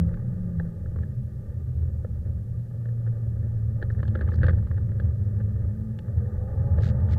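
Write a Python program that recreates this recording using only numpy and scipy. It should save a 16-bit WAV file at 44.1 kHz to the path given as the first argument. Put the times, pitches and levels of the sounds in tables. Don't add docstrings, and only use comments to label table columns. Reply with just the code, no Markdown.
import sys
import numpy as np
from scipy import signal
from scipy.fft import rfft, irfft, next_fast_len
from scipy.io import wavfile
from scipy.ndimage import map_coordinates

SR = 44100
rng = np.random.default_rng(int(sys.argv[2]) if len(sys.argv) > 2 else 0)


def rack_gain(trim_db):
    fader = np.asarray(trim_db, float)
    return 10 ** (fader / 20)


def persist_wave(psi):
    counts = np.round(np.clip(psi, -1, 1) * 32767).astype(np.int16)
    wavfile.write(sys.argv[1], SR, np.atleast_2d(counts).T)


N = 316638
TIME = np.arange(N) / SR


def unit(x):
    return x / np.sqrt(np.mean(x ** 2) + 1e-20)


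def peak(x):
    return x / np.max(np.abs(x))


def curves(rows):
    s, *cols = np.transpose(rows)
    return [np.interp(TIME, s, c) for c in cols]


def wobble(rate):
    knots = rng.standard_normal(int(N * rate / SR) + 4)
    return map_coordinates(knots, [TIME * rate])


def swells(events):
    return sum(rack_gain(2 * db) * np.exp(-((TIME - s) / length) ** 2) for s, db, length in events)


def filtered(x, response):
    m = next_fast_len(len(x) + min(len(x), SR // 2))
    return irfft(rfft(x, m) * response(np.fft.rfftfreq(m, 1 / SR)), m)[:len(x)]


def passed(x, kind, hz, order):
    sos = signal.butter(order, np.clip(hz, 20, .45 * SR), kind, fs=SR, output="sos")
    return signal.sosfilt(sos, x)


def modes(table):
    def response(f):
        return sum((-1) ** k * rack_gain(db) * 1j * f * w / (c * c - f * f + 1j * f * w)
                   for k, (c, w, db) in enumerate(table))
    return response


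def coloured(spectrum, source=None):
    hz, db = np.transpose(spectrum)
    x = rng.standard_normal(N) if source is None else source
    return unit(filtered(x, lambda f: rack_gain(np.interp(np.log(f + 1), np.log(hz), db, left=-120, right=-120))))


# [f/Hz, level/dB]
HISS_SPECTRUM = [(1000, -25), (2000, 2), (3500, 0), (9000, -1), (13000, -0.5), (15000, -2), (15600, -9),
                 (16000, -41.5)]


def hiss():
    return rack_gain(-74.5) * coloured(HISS_SPECTRUM)


def boom(table):
    return unit(filtered(rng.standard_normal(N), lambda f: modes(table)(f) ** 2))


# [t/s, tyre roar level/dB, body shake level/dB]
ROAD_LEVELS = [(0, -45.5, -23), (.22, -48, -38.5), (.74, -51, -39), (1.42, -53, -35.5), (1.85, -52.5, -31),
               (2.3, -53.5, -32), (2.9, -53.5, -46), (3.2, -52, -40.5), (3.75, -51.5, -28), (4.3, -48, -35),
               (4.5, -47, -18.5), (4.76, -49.5, -29), (5.4, -49.5, -30), (5.66, -52, -30), (5.94, -52, -42),
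               (6.2, -49, -30), (6.7, -47.5, -25), (7.18, -45, -22.5)]
# [t/s, boom level/dB, length/s]
BUMPS = [(.01, -23.5, 0.048), (.6, -30.5, 0.034), (.98, -30, 0.068), (1.8, -30.5, 0.07), (3.28, -31, 0.022),
         (3.42, -33.5, .04), (4.04, -26.5, 0.16), (4.26, -23, 0.039), (4.44, -21, 0.068), (5.04, -27, .06),
         (5.64, -27, .08), (6.18, -27, 0.021), (6.42, -29.5, .04), (6.8, -19, 0.06)]
# [f/Hz, width/Hz, level/dB]
LOW_BOOM = [(80.8, 24.3, 7.5), (44.3, 6.1, -16)]
UPPER_BOOM = [(103.6, 13.5, -2), (126.25, 11.4, -2), (160.4, 18.2, -7), (211, 18, -9)]
# [f/Hz, width/Hz, level/dB]
BOUNCE_MODES = [(21.8, 8.5, -1), (38.8, 13, -6.5)]
# [f/Hz, level per Hz/dB]
ROAR_SPECTRUM = [(140, -26), (230, -2.5), (243, -14.5), (275, -12), (405, -9.5), (464, -13.5), (505, -8),
                 (615, -14), (675, -34), (847, -22.5), (895, -29), (952, -42.5), (1000, -42), (1300, -67.5),
                 (2200, -120)]
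# [f/Hz, level per Hz/dB]
SPRAY_SPECTRUM = [(580, -47.5), (980, -17.5), (1060, -18.5), (1190, 6.5), (1370, -6), (1500, -1.5),
                  (1560, -2), (1800, 1), (1860, -1), (2090, -20), (2500, -28.5), (3250, -60.5),
                  (5500, -120)]


def road(phase, throttle_db):
    roar_db, shake_db = curves(ROAD_LEVELS)
    hits = swells(BUMPS)

    def with_hits(db, hit_db):
        return np.sqrt(rack_gain(2 * db) + rack_gain(2 * hit_db) * hits)

    upper_db = roar_db + 18.5 + 0.074 * (shake_db + 24)
    spray_db = -50 - 16 + 0.98 * (roar_db + 50) + 0.18 * (throttle_db + 65)
    bounce_db = -30 - 14.5 + 0.57 * (shake_db + 30)
    rebounds = swells((.14 + k * .25, -32 - k * 2, 0.062) for k in range(4))
    bounce = np.sqrt(rack_gain(2 * bounce_db) + rebounds)

    unevenness_db = 1.2 * wobble(28) + 1.2 * wobble(90)
    beat = 1 + 0.1 * np.cos(phase)
    roar = unit(beat * rack_gain(unevenness_db + 0.34 * wobble(40)) * coloured(ROAR_SPECTRUM))
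    spray = unit(beat * rack_gain(1.2 * unevenness_db + 0.37 * wobble(60)) * coloured(SPRAY_SPECTRUM))
    out = with_hits(shake_db, 0.1) * boom(LOW_BOOM)
    out += with_hits(upper_db, -9) * boom(UPPER_BOOM)
    out += with_hits(roar_db, -25.5) * roar
    out += with_hits(spray_db, -43) * spray
    return out + bounce * boom(BOUNCE_MODES)


# [t/s, length/s, level/dB]
RUB_STROKES = [
    (6.809, 0.11, -48.5),
    (7.102, 0.056, -49),
]
# [f/Hz, level per Hz/dB]
RUB_SPECTRUM = [(1200, 3.5), (1700, 6), (2400, -3.5), (3500, -3), (4500, -4), (5500, -11), (7500, -14.5),
                (9500, -31), (12000, -26.5), (15000, -52.5)]


def rubs():
    grains = rng.standard_normal(N) * rack_gain(2.4 * wobble(900))
    swing = (1 + np.cos(2 * np.pi * 91 * TIME + 1.2 * wobble(13))) ** 1.25 + 1.5
    rub = coloured(RUB_SPECTRUM, grains * swing)

    def stroke(t, length):
        attack_s, release_s, sag_db = 0.028, 0.021, -5.5
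        rise = np.clip(t / attack_s, 0, 1)
        fall = np.clip((length - t) / release_s, 0, 1)
        return rise * fall * rack_gain(sag_db * np.clip(t / length, 0, 1))

    return sum(rack_gain(db) * stroke(TIME - s, length) for s, length, db in RUB_STROKES) * rub


# [t/s, peak level/dB, f/Hz]
SNAPS = [
    (0.0824, -62.5, 4500),
    (3.9177, -56.5, 4530),
    (4.0786, -50.5, 4380),
    (4.3092, -53.5, 4480),
    (4.3331, -49.5, 4520),
    (4.344, -47, 4500),
    (4.358, -47, 4430),
    (4.3904, -58, 4500),
    (4.4709, -47.5, 4450),
    (5.99, -53.5, 6000),
]
# [t/s, peak level/dB, f/Hz]
CLACKS = [
    (5.9888, -43, 2800),
    (5.994, -51.5, 2600),
    (6.773, -63, 3000),
    (6.794, -52, 2970),
    (6.8066, -51, 3000),
    (7.005, -54.5, 3000),
    (7.078, -59, 3000),
    (7.0975, -48, 3000),
]


def snaps():
    out, t = np.zeros(N + SR), np.arange(2048) / SR
    for s, db, hz in SNAPS + CLACKS:
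        flick = rng.standard_normal(len(t)) * rack_gain(-60 * t / .0075)
        ring = modes([(hz, .6 * hz, 0)])
        out[round(s * SR):][:len(t)] += rack_gain(db - 2.7) * peak(filtered(flick, lambda f: ring(f) ** 2))
    return out[:N]


# [t/s, peak level/dB, f/Hz]
THUDS = [(3.9, -38, 420), (4.03, -38, 484), (4.15, -33, 484), (4.21, -35, 480), (0.597, -27.5, 502),
         (0.842, -35, 524), (0.959, -28, 505), (2.047, -21, 509), (3.797, -41, 510), (3.824, -29, 407),
         (4.432, -26, 414), (4.485, -17, 477), (4.996, -38, 535), (6.783, -18, 500)]


def thuds():
    out, t = np.zeros(N + SR), np.arange(2048) / SR
    for s, db, hz in THUDS:
        onset = 1.25 * (1 - np.exp(-t / 0.003))
        out[round(s * SR):][:len(t)] += rack_gain(db - 60 * t / 0.02) * np.sin(2 * np.pi * hz * t) * onset
    return out[:N]


# [t/s, peak level/dB, f/Hz, hardness level/dB]
TICKS = [(.09, -47.5, 1620, -22.5), (.1401, -44.5, 1750, -22), (.171, -46.5, 1160, -32),
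         (.5976, -32, 1670, -30.5), (.8584, -45, 1490, -33), (.9593, -44, 1160, -29),
         (.9864, -43, 1180, -36), (2.0459, -43.5, 1230, -46), (2.8549, -46, 1800, -23),
         (3.901, -37, 1590, -29), (3.9482, -49.5, 1770, -30.5), (4.0293, -33, 1210, -23),
         (4.0519, -44, 1680, -22.5), (4.0795, -44, 1468, -10), (2.887, -51, 1590, -24),
         (4.3181, -37.5, 1860, -26), (4.337, -39.5, 1200, -22), (4.3862, -45, 1740, -25),
         (4.4645, -32, 1690, -19), (4.5308, -41, 1740, -26), (4.5844, -46.5, 1705, -28),
         (4.6257, -48.5, 1160, -28), (4.7115, -38.5, 1240, -30), (4.8898, -49.5, 1160, -27),
         (4.9173, -48, 1180, -27), (5.9882, -44.5, 1800, -9), (6.0806, -47, 1170, -27),
         (6.7391, -49.5, 1110, -29), (7.0858, -46, 1680, -19)]
# [t/s, peak level/dB, f/Hz, step to next contact/s (negative: earlier), loss/dB]
RATTLES = [(1.0319, -43, 1700, -0.0063, 11), (3.065, -46.5, 1500, 0.0085, 1),
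           (3.825, -28, 1720, -0.009, 15), (4.001, -41, 1680, -0.011, 4), (4.1545, -30, 1670, -0.0029, 3.5),
           (4.1901, -39.5, 1760, -.018, 5.4), (4.2095, -30.5, 1720, 0.0079, 6),
           (4.2863, -36.5, 1290, -.0106, 5), (4.4187, -41, 1790, -0.0052, 1.5),
           (4.4318, -21.5, 1700, 0.009, 6.5), (4.4827, -24.5, 1770, .0115, 3.5),
           (4.6708, -49, 1300, -0.0014, 1), (4.781, -43, 1620, -0.0073, 2.5),
           (4.9986, -34, 1645, -0.0065, 20), (5.4014, -47, 1480, 0.0051, 1),
           (6.7854, -38, 1220, -0.0067, 8)]


def contacts():
    rows = list(TICKS)
    for s, db, hz, step_s, loss_db in RATTLES:
        spots = [hz, *(CASE_MID[k][0] for k in rng.integers(1, 3, size=2))]
        for k in range(3):
            last_loss_db = 5 * (k == 2)
            rows.append((s + k * step_s, db - k * loss_db - last_loss_db, spots[k], -25.5))
    return rows


# [f/Hz, width/Hz, level/dB]
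CASE_LOW = [(330, 90, -1), (518, 62, 3), (855, 34, -7)]
CASE_MID = [(1220, 190, -5.5), (1702, 230, 2.5), (1860, 240, -0.5)]
CASE_HIGH = [(2800, 650, 0.58), (3450, 1200, 1), (4540, 810, -1.5)]


def ticks():
    out, t = np.zeros(N + SR), np.arange(2048) / SR
    for s, db, hz, high_db in contacts():
        low_db = -0.66 - 0.3549 * (db + 39.5)
        contact = rng.standard_normal(len(t)) * rack_gain(-60 * t / 0.025) * .17
        contact[0] += 1
        chatter = rng.standard_normal(len(t)) * 0.16 * np.exp(-(t / 0.0053) ** 2)
        own = modes([(hz, 200, -4)])
        body = filtered(contact, lambda f: modes(CASE_MID)(f) + np.sign(1400 - hz) * own(f))
        knock = filtered(contact, modes(CASE_LOW))
        click = filtered(contact + chatter, lambda f: modes(CASE_HIGH)(f) ** 2)
        tick = peak(passed(body, "bandpass", [750, 2150], order=2))
        tick += rack_gain(low_db + 3.0) * peak(passed(knock, "lowpass", 780, order=2))
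        tick += rack_gain(high_db + 5.0) * peak(click)
        out[round(s * SR):][:len(t)] += rack_gain(db) * tick
    return passed(out, "lowpass", 4500, order=8)[:N]


# [multiple of firing rate, level under fourth overtone/dB]
GROWL_ORDERS = [(3, -9), (3.5, -9), (4, 0), (4.5, -10), (5, -8), (5.5, -11), (6, 0), (6.5, -8), (9, -7)]
# [f/Hz, width/Hz, level/dB]
CASE_PORT = [(372, 200, -2.5), (493, 128, 1.5), (848, 58, -12.5), (1230, 56, -14.5)]


def intake(phase):
    growl = sum(rack_gain(db + 4.5 * wobble(9)) * np.sin(k * phase + .85 * wobble(14)) for k, db in GROWL_ORDERS)
    rush = 1.4 * unit(passed(rng.standard_normal(N), "bandpass", [600, 1150], order=2))
    return filtered(growl + rush * (1 + 1.1 * np.cos(phase)), modes(CASE_PORT))


# [t/s, firing tone level/dB, intake growl level/dB (the throttle)]
ENGINE_LEVELS = [(0, -22, -69), (.2, -42.5, -62), (.38, -34, -70), (.65, -30, -59.5), (.8, -47.5, -73),
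                 (.98, -39, -74), (1.15, -39, -72.5), (2.6, -33, -68.5), (3, -25.5, -65), (4.3, -32.5, -65),
                 (4.8, -27.5, -71.5), (5.15, -27, -66), (5.45, -26, -60.5), (5.85, -32, -60), (6, -42, -71),
                 (6.2, -36, -53.5), (6.6, -40, -46.5), (7.18, -55, -43.5)]
# [t/s, firing rate f/Hz]
FIRING_RATE = [(0, 170), (.12, 168), (.28, 184), (.4, 180), (.6, 166), (.72, 168), (1.03, 157), (1.1, 136),
               (1.45, 125.5), (2, 120), (2.9, 115.5), (3.45, 111.5), (4.3, 107), (5.2, 101), (5.95, 109),
               (6.3, 122), (6.8, 144), (7.1, 152)]
# [t/s, phase/rad]
ROUGHNESS = [(0, .15), (1.2, .1), (3.45, .1), (3.7, .5), (5.1, .5), (5.3, .13), (7.18, .11)]
# [multiple of firing rate, level under firing tone/dB]
SHAFT_ORDERS = [(.25, -26), (.75, -24), (1.5, -30)]
# [f/Hz, width/Hz, level/dB]
HALF_ORDER_MODES = [(78.5, 9, 0), (51, 5, -8)]
SECOND_ORDER_MODES = [(206.9, 20, 0), (280, 10, -8)]


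def engine():
    tone_db, throttle_db = curves(ENGINE_LEVELS)
    rate, = curves(FIRING_RATE)
    roughness, = curves(ROUGHNESS)
    phase = 2 * np.pi * np.cumsum(rate) / SR + roughness * wobble(24)
    tone = np.cos(phase) + sum(rack_gain(db) * np.cos(k * phase) for k, db in SHAFT_ORDERS)
    half_db = -31 + 2.5 * wobble(7.4)
    half = np.abs(modes(HALF_ORDER_MODES)(rate / 2)) ** 2 * rack_gain(half_db) * np.cos(phase / 2)
    second_db = -39 + .9 * np.clip(throttle_db + 62, -20, 0) + 2.9 * wobble(6.3)
    second = np.abs(modes(SECOND_ORDER_MODES)(2 * rate)) ** 2 * rack_gain(second_db) * np.sin(2 * phase)
    drone = rack_gain(tone_db) * tone + half + second + rack_gain(throttle_db) * intake(phase)
    return np.sqrt(2) * drone, phase, throttle_db


def scene():
    drone, phase, throttle_db = engine()
    case = rubs() + snaps() + thuds() + ticks()
    return (road(phase, throttle_db) + case + drone)[None]


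def low_pass(x):
    return signal.sosfilt(signal.butter(12, 15720, fs=SR, output="sos"), x)


def record(dry):
    return low_pass(dry + hiss())


dry = scene()
out = record(dry)
persist_wave(out)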